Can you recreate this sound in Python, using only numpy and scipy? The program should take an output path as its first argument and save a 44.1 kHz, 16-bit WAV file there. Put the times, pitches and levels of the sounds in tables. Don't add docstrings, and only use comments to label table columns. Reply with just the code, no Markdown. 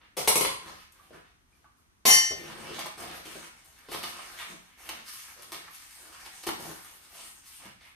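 import sys
import numpy as np
from scipy import signal
from scipy.fft import rfft, irfft, next_fast_len
from scipy.io import wavfile
from scipy.ndimage import uniform_filter1d

SR = 44100
rng = np.random.default_rng(int(sys.argv[2]) if len(sys.argv) > 2 else 0)


def wrap_up_sound(samples):
    columns = np.atleast_2d(samples).T
    tamed = np.clip(columns, -1, 1)
    steps = np.round(tamed * 32767).astype(np.int16)
    wavfile.write(sys.argv[1], SR, steps)


N = 350574
T = np.arange(N) / SR


def undb(db):
    return 10 ** (np.asarray(db) / 20)


def unit(x):
    return x / np.sqrt(np.mean(x ** 2))


def short_level(x, db):
    return x * undb(db) * np.sqrt(SR / 20 / np.sum(x ** 2))


def fade(t, t60):
    return np.exp(-np.log(1000) * t / t60)


def along(points, hz):
    f, value = np.transpose(points)
    return np.interp(np.log(np.maximum(hz, 1)), np.log(f), value)


def colour(x, points, size=2048):
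    log_gain = along(points, np.fft.rfftfreq(size, 1 / SR)) * np.log(10) / 20
    cepstrum = irfft(log_gain)
    cepstrum[1:size // 2] *= 2
    cepstrum[size // 2 + 1:] = 0
    response = irfft(np.exp(rfft(cepstrum)))
    return signal.fftconvolve(x, response)[:len(x)]


def band(x, lo_hz, hi_hz, order=2):
    edges = [lo_hz, min(hi_hz, SR / 2 - 1)]
    return signal.sosfilt(signal.butter(order, edges, "band", fs=SR, output="sos"), x)


def walk(rate, count=N):
    k = int(SR / rate)
    steps = np.repeat(rng.standard_normal(count // k + 1), k)
    return unit(uniform_filter1d(uniform_filter1d(steps, k), k)[:count])


def add(track, s, sound):
    i = int(s * SR)
    track[..., i:i + sound.shape[-1]] += sound[..., :N - i]


def slips(count, spread_db):
    run_db = spread_db * np.minimum(rng.exponential(size=count // 16 + 1), 5)
    sizes = np.repeat(undb(run_db), 16)
    return unit(rng.standard_normal(count) * sizes[:count])


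def touch(thump_db, crisp_db, thump_hz=500, crisp_hz=7500):
    return [(thump_hz, thump_db), (2 * thump_hz, 0), (crisp_hz / 2, 0), (crisp_hz, crisp_db)]


def blow(db, thump_db, crisp_db, decay_s, spectrum, rise_s, spread_db):
    t = T[:SR // 4]
    shower = slips(len(t), spread_db) * (1 - np.exp(-t / rise_s)) ** 2 * np.exp(-t / decay_s)
    shower = colour(colour(shower, touch(thump_db, crisp_db)), spectrum)
    return short_level(shower, db)


# frequency in Hz, side minus mid in dB.
STEREO_WIDTH = [(100, -5.5), (250, -5), (500, 2), (1000, 2.5), (2500, 2.5), (6000, 3.5), (11000, -1)]
# frequency in Hz, left minus right in dB.
LEFT_RIGHT_BALANCE = [(100, 1), (350, 2.5), (850, -1), (1800, -1.5), (3500, -0.5), (6500, 2.5),
                      (12000, 1.5)]


def microphones(mid, side):
    side = colour(side, STEREO_WIDTH)
    channels = []
    for sign in (1, -1):
        lean = [(hz, sign * db / 2) for hz, db in LEFT_RIGHT_BALANCE]
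        channels.append(colour(mid + sign * side, lean))
    return np.array(channels)


# frequency in Hz, time to fall 60 dB in seconds.
ROOM_DECAY = [(100, 0.63), (400, 0.31), (1500, 0.5), (5000, 0.52), (9000, 0.44), (15000, 0.35)]


def kitchen(x, direct_db, gap_s):
    t = T[:SR * 3 // 4]
    edges = np.geomspace(40, 20000, 10)
    hz = np.fft.rfftfreq(len(t), 1 / SR)
    noise = rfft(rng.standard_normal((2, len(t))))
    tail = 0
    for lo, hi in zip(edges, edges[1:]):
        t60 = along(ROOM_DECAY, np.sqrt(lo * hi))
        tail = tail + irfft(noise * (hz >= lo) * (hz < hi), len(t)) * fade(t, t60)
    response = unit(tail * (1 - np.exp(-t / gap_s))) / np.sqrt(len(t))
    response[0, 0] += undb(direct_db)
    mid, side = signal.fftconvolve(x[None], response, axes=1)[:, :N] / np.hypot(1, undb(direct_db))
    return microphones(mid, side)


# frequency in Hz, level in dB.
ROOM_TONE_COLOUR = [(15, -32.5), (25, -2.5), (69, 2), (144, -9), (289, -9), (567, -24), (1140, -16.5),
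                    (5140, -29), (6210, -24.5), (7300, -29), (11200, -27.5), (13900, -35.5), (15500, -45)]


def room_tone():
    mid, side = (unit(colour(rng.standard_normal(N), ROOM_TONE_COLOUR)) for _ in range(2))
    return microphones(mid, side) * undb(-67.5)


# start in seconds, level in dB before the room.
FURNITURE_BOOMS = [(.17, -51.5), (.277, -50), (.64, -56), (1.103, -61.5), (2.054, -55), (2.306, -50),
                   (3.9, -56), (6.468, -57)]


def booms():
    boom_hz, width_hz, decay_s = 67.6, 15, .03
    out, t = np.zeros(N), T[:SR // 3]
    for s, db in FURNITURE_BOOMS:
        burst = rng.standard_normal(len(t)) * np.exp(-t / decay_s)
        boom = band(burst, boom_hz - width_hz / 2, boom_hz + width_hz / 2)
        add(out, s, short_level(boom, db))
    return kitchen(out, direct_db=7.5, gap_s=.002)


# start in seconds, level in dB before the room, pitch in Hz.
DULL_TAPS = [(1.107, -55.5, 430), (1.643, -63, 1140), (2.312, -45.5, 706), (2.785, -44, 800),
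             (2.857, -44, 820), (3.352, -50, 390), (4.19, -49, 865), (4.523, -54, 282), (5.523, -60, 350),
             (5.679, -52.5, 1420), (6.468, -41.5, 398), (6.488, -41.5, 920), (6.598, -52, 700),
             (6.65, -50, 540), (7.15, -61, 876), (7.19, -59.5, 780), (7.654, -54.5, 150)]


def taps(decay_s, spread):
    out, t = np.zeros(N), T[:SR // 8]
    for s, db, hz in DULL_TAPS:
        burst = rng.standard_normal(len(t)) * np.exp(-t / decay_s)
        thud = band(burst, hz / (1 + spread), hz * (1 + spread))
        add(out, s, short_level(thud, db))
    return kitchen(out, direct_db=2.0, gap_s=0.0018)


# start in seconds, level in dB before decay and room, pitch in Hz.
CROCKERY_CLINKS = [(.994, -57, 1190), (1.525, -64.5, 2363), (1.642, -58, 1163), (1.778, -67, 1220)]


def clinks(width_hz, t60):
    out, t = np.zeros(N), T[:SR // 2]
    for s, db, hz in CROCKERY_CLINKS:
        cluster = unit(band(rng.standard_normal(len(t)), hz - width_hz / 2, hz + width_hz / 2))
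        add(out, s, cluster * fade(t, t60) * undb(db))
    return kitchen(out, direct_db=7.5, gap_s=0.0025)


# start in seconds, level in dB before the final mix, thump in dB,
# crispness in dB, decay time in seconds, rattle over the level in dB.
BOX_KNOCKS = [(0.167, -30, 4.5, -2.5, 0.025, -13), (0.2743, -23, 1, -3, 0.0037, -4),
              (0.2797, -24.5, 2.5, 4.5, .003, -7), (0.3555, -25, 5, 0.5, 0.002, -2.5),
              (.408, -29, 1.5, -3, 0.0034, 1.5), (.446, -29.5, -3.5, -11.5, 0.005, -10),
              (1.104, -58, 10, -14, 0.0064, -20)]
# frequency in Hz, level in dB.
BOX_COLOUR = [(29, -33.5), (50, -12.5), (290, -14), (434, -2), (800, -11), (1100, -8.5), (1740, -20),
              (2220, -11.5), (2500, -14.5), (5140, -15), (7190, -14.5), (10800, -13), (15500, -21.5)]
# frequency in Hz, width in Hz,
# level over the rattle in dB, time to fall 60 dB in seconds.
BOX_RINGS = [(429, 38, -10.5, 0.42), (540, 110, -19.5, 0.22), (725, 130, -12, 0.19), (900, 60, -15.5, 0.24),
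             (1032, 66, -10.5, 0.79), (1287, 50, -11, 0.38), (2198, 87, -5, 0.41), (2480, 78, -14, .3),
             (8270, 290, -4.5, 0.31), (11030, 600, 2.5, 0.39), (13800, 700, -9.5, .3)]


def box():
    knocks, rings, t = np.zeros(N), np.zeros((2, N)), T[:SR * 3 // 4]
    for s, db, thump_db, crisp_db, decay_s, rattle_db in BOX_KNOCKS:
        add(knocks, s, blow(db, thump_db, crisp_db, decay_s, BOX_COLOUR, rise_s=0.0016, spread_db=2.0))
        for hz, width, mode_db, t60 in BOX_RINGS:
            lo, hi = hz - width / 2, hz + width / 2
            cluster = np.array([unit(band(rng.standard_normal(len(t)), lo, hi)) for _ in rings])
            ring_db = db + rattle_db + mode_db + along(touch(thump_db, crisp_db), hz)
            add(rings, s, cluster * fade(t, t60) * undb(ring_db))
    knocks = colour(knocks, [(110, -6.5), (320, -1.5)])
    knocks = kitchen(knocks, direct_db=-2.0, gap_s=0.0028)
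    return knocks * undb(1) + microphones(*rings) * undb(-2.0)


# frequency in Hz, level in dB before wavering and mix,
# time to fall 60 dB in seconds, second blow over the first in dB, side minus mid in dB.
DISH_PARTIALS = [(1797, -34, .68, 2, 1), (1863, -38, .58, -2, 1), (2091, -24, .5, -1, 8),
                 (2943, -35, .38, 4, 4), (3051, -23.5, .41, 8, 2), (4485, -35, .46, 0, 1),
                 (4570, -28.5, .46, 4, 0), (5681, -13.5, .31, 12, -7), (6097, -23, .41, 6, -9),
                 (6739, -30, .38, -8, -2), (7203, -23, .36, 0, 6), (7295, -20.5, .36, 2, 6),
                 (7360, -31, .34, 0, 6), (8687, -32.5, .3, 0, 2), (9114, -34.5, .28, 4, 3),
                 (9962, -23, .31, -7, -3), (10490, -36, .3, -5, -3), (10660, -38, .28, -6, -3),
                 (11400, -37, .22, -4, -15), (11602, -35, .23, -2, -15), (13311, -29, .21, -10, -4),
                 (13396, -29.5, .21, -10, -4), (14930, -32, .27, -10, 9), (15110, -33, .28, -10, 9)]
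# start in seconds,
# level in dB before the final mix, thump in dB, crispness in dB, decay time in seconds.
DISH_BUMPS = [(2.052, -20, -5.5, -9, 0.01), (2.099, -23.5, -8.5, -4, 0.0019),
              (2.306, -40, 16, -12.5, 0.0036), (2.391, -51, 19, -13, 0.0092)]
# frequency in Hz, level in dB.
WORKTOP_COLOUR = [(25, -33.5), (70, -9.5), (170, -10.5), (340, 0.5), (520, -2), (650, -0.5), (1050, -2),
                  (1500, -11.5), (2200, -7.5), (4000, -6.5), (5000, -8.5), (7000, -2.5), (10300, -8),
                  (11200, -30.5), (15500, -37)]


def dish(swell_s, sway_db, sway_rate, waver_db, waver_rate, linger_db, linger_t60):
    level_db, left_db, wander_rad = 3, 2.5, .3
    ring, bumps, t = np.zeros((2, N)), np.zeros(N), T[:SR]
    start = DISH_BUMPS[0][0]
    ages = [np.maximum(t - (s - start), 0) for s, *_ in DISH_BUMPS[:2]]
    for hz, db, t60, second_db, side_db in DISH_PARTIALS:
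        swells = []
        for age in ages:
            decay = undb(-60 * age / t60)
            linger = undb(linger_db - 60 * age / linger_t60)
            swells.append((1 - np.exp(-age / swell_s)) * np.hypot(decay, linger))
        first, second = swells
        envelope = np.hypot(first, undb(second_db) * second)
        envelope = envelope / envelope.max() * undb(db) / np.hypot(1, undb(side_db))
        envelope = envelope * undb(sway_db * np.tanh(walk(sway_rate, len(t))))
        phase = 2 * np.pi * (hz * t + rng.random())
        for track, gain, turn in zip(ring, (1, undb(side_db)), (0, np.pi / 2)):
            wave = np.sin(phase + turn + wander_rad * walk(waver_rate, len(t)))
            waver = undb(waver_db * np.tanh(walk(waver_rate, len(t))))
            add(track, start, gain * envelope * waver * wave)
    for s, *stroke in DISH_BUMPS:
        add(bumps, s, blow(*stroke, WORKTOP_COLOUR, rise_s=0.00099, spread_db=0.0))
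    mid, side = ring
    left = (mid + side) * undb(level_db + left_db / 2)
    right = (mid - side) * undb(level_db - left_db / 2)
    return np.array([left, right]) + kitchen(bumps, direct_db=-5.5, gap_s=0.0027) * undb(-3)


# start in seconds, length before the release in
# seconds, level in dB before colour and room, weight (rumble over level) in dB,
# crispness (hiss over level) in dB.
PAPER_RUMMAGES = [(0, 0.0089, -50, -15, -24), (0.603, 0.11, -48.5, -1, -6.5),
                  (0.726, 0.1, -55.5, -28, -4.5), (0.916, 0.16, -64, -6.5, -3.5),
                  (1.109, 0.064, -54.5, -0.5, -11.5), (1.21, 0.086, -63.5, -25, -13),
                  (1.48, .17, -76.5, 0, -1), (1.75, 0.048, -75.5, -3, 7), (2.36, 0.36, -48, 0.5, -6),
                  (2.709, 0.15, -45, -7, -4.5), (2.961, 0.22, -46.5, -3.5, -4.5),
                  (3.225, 0.1, -46.5, -15, -3.5), (3.311, 0.15, -51, -6.5, -1),
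                  (3.516, 0.57, -61.5, -12.5, -3)]
# start in seconds, length before the
# release in seconds, level in dB before colour and room, weight in dB, crispness in dB.
WAD_WIPES = [(3.875, 0.22, -45.5, -8, -1), (4.11, 0.31, -48, -13, -4), (4.362, 0.064, -40, -20, -5.5),
             (4.462, 0.064, -49, -1, -1.5), (4.56, 0.24, -61, -29, -6.5), (4.765, 0.11, -55, -10.5, 2.5),
             (4.826, 0.18, -51, -8, -7.5), (5.038, 0.18, -47.5, -44, 3), (5.21, 0.11, -52.5, -30, 0.5),
             (5.344, 0.32, -56.5, -5, -0.5), (5.67, 0.31, -55, -36, 3), (5.952, 0.14, -56, -7, 1),
             (6.106, 0.18, -51, -19, -2.5), (6.3, 0.14, -55, -17, 2.5), (6.554, 0.17, -51.5, 2, 1.5),
             (6.708, 0.25, -56, -12.5, 2), (6.998, 0.14, -57.5, -12.5, 2.5), (7.106, 0.14, -53, -12, 3),
             (7.23, 0.16, -64.5, -13, 8.5), (7.413, 0.17, -55.5, -40, 4.5), (7.588, 0.07, -49, -8, -6),
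             (7.792, 0.091, -53, -39, -8.5)]


def strokes():
    attack_s, release_s = 0.05, .035
    sag_db_per_s = 0.5
    power = np.full((3, N), 1e-10)
    age = T[:SR]
    for s, length_s, db, weight_db, crisp_db in PAPER_RUMMAGES + WAD_WIPES:
        swell = np.sin(np.pi / 2 * np.minimum(age / attack_s, 1))
        speed = swell * np.exp(-np.maximum(age - length_s, 0) / release_s)
        gains = undb(db + np.array([weight_db, 0, crisp_db]))
        add(power, s, np.outer(gains, speed * undb(-sag_db_per_s * age)) ** 2)
    return 10 * np.log10(power)


def crinkles(rasp_db, rate, lo_hz, hi_hz, cycles, spread_db):
    out, t = np.zeros(N), T[:SR // 50]
    for when, pitch, size in rng.random((int(rate * N / SR), 3)):
        hz = lo_hz * (hi_hz / lo_hz) ** pitch
        snap = np.sin(2 * np.pi * hz * t) * np.exp(-hz * t / cycles)
        add(out, when * N / SR, snap * undb(rasp_db[int(when * N)] + spread_db * size ** 2))
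    return out


# frequency in Hz, level in dB.
RUBBED_PAPER_COLOUR = [(70, 8), (110, 5), (170, 17), (270, 15.5), (400, 16), (680, 10), (1050, 11),
                       (2000, 8), (4000, 3.5), (6000, 2.5), (9000, 2.5), (13000, 5), (15000, -10.5)]
# start in seconds, level in dB before the final mix, thump in dB, crispness in dB, decay time in
# seconds.
WAD_CRUNCHES = [(.919, -64.5, -19, 23, 0.0067), (2.789, -43, 3, 3, 0.0059), (2.857, -46.5, 5, 3, 0.0085),
                (3.03, -51, 10, -3, .015), (3.252, -51.5, 14, 2, 0.024), (3.351, -53.5, 22, 3, 0.011),
                (3.642, -62, -11, 24, 0.017), (3.785, -65, -7, 7, .004), (3.885, -49.5, 16, -7, 0.0094),
                (3.913, -42, 3, 2, 0.017), (3.939, -41.5, 3.5, -5, 0.011), (4.028, -40, -5, -3, 0.01),
                (4.889, -41.5, -2, 0.5, 0.0054), (5.421, -52, -12, 8, 0.013), (5.518, -42, 0.5, 2, 0.021),
                (6.25, -50.5, 1.5, 1, 0.02), (6.430, -49, 0, 3, 0.021), (6.465, -36.5, 5, 5, 0.011),
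                (6.488, -37.5, 7, -3, 0.0023), (6.591, -48, 12, 11, 0.056), (6.647, -56, 17, 7, 0.022),
                (7.653, -56.5, 8, 2, .007)]
# frequency in Hz, level in dB.
WAD_COLOUR = [(50, -10), (100, -13.5), (170, -3.5), (280, -1), (400, 2.5), (600, -3.5), (1050, 5),
              (1500, -4), (2200, -1), (4000, -3), (7000, -9.5), (13000, -8), (15500, -27)]


def paper(patchy_db, patch_rate, flutter_db):
    levels = strokes()
    size = next_fast_len(N)
    friction = rfft(slips(N, spread_db=2.5) * undb(flutter_db * walk(40)), size)
    centres = np.geomspace(70, 15000, 20)
    hz = np.fft.rfftfreq(size, 1 / SR)
    position = np.interp(hz, np.r_[0, centres], np.arange(-1, len(centres)))
    rustle = np.zeros(N)
    for k, centre in enumerate(centres):
        creases = irfft(friction * np.maximum(1 - np.abs(position - k), 0), size)[:N]
        place = along([(400, 0), (1000, 0.79), (3300, 1.1), (7500, 2)], centre)
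        shares = np.maximum(1 - np.abs(place - np.arange(3)), 0)
        patches_db = patchy_db * walk(patch_rate)
        rustle += creases * undb(shares @ levels + along(RUBBED_PAPER_COLOUR, centre) + patches_db)
    snaps = crinkles(levels[1], rate=140, lo_hz=686, hi_hz=7000, cycles=1.7, spread_db=12.0)
    rustle += snaps * undb(-2.5)
    crunches = np.zeros(N)
    for s, *stroke in WAD_CRUNCHES:
        add(crunches, s, blow(*stroke, WAD_COLOUR, rise_s=0.002, spread_db=4))
    return kitchen(rustle + crunches * undb(2.5), direct_db=1.0, gap_s=0.0013)


def scene():
    background = room_tone() + booms()
    touches = taps(decay_s=0.01, spread=0.39) + clinks(width_hz=110, t60=.2)
    porcelain = dish(swell_s=0.077, sway_db=3.0, sway_rate=28, waver_db=3.5, waver_rate=75,
                     linger_db=-21.5, linger_t60=.55)
    hand = paper(patchy_db=2.5, patch_rate=22, flutter_db=1.5)
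    return background + touches + box() + porcelain + hand


def record(dry):
    # frequency in Hz, level in dB
    dip = [(6300, -1.5), (7000, -3.5), (7400, -7), (7900, -3.0), (8300, 1.0), (9500, -2.0)]
    heard = np.array([colour(channel, dip) for channel in dry])
    top_hz = 15300
    return signal.sosfilt(signal.ellip(8, .2, 70, top_hz, fs=SR, output="sos"), heard)


dry = scene()
out = record(dry)
wrap_up_sound(out)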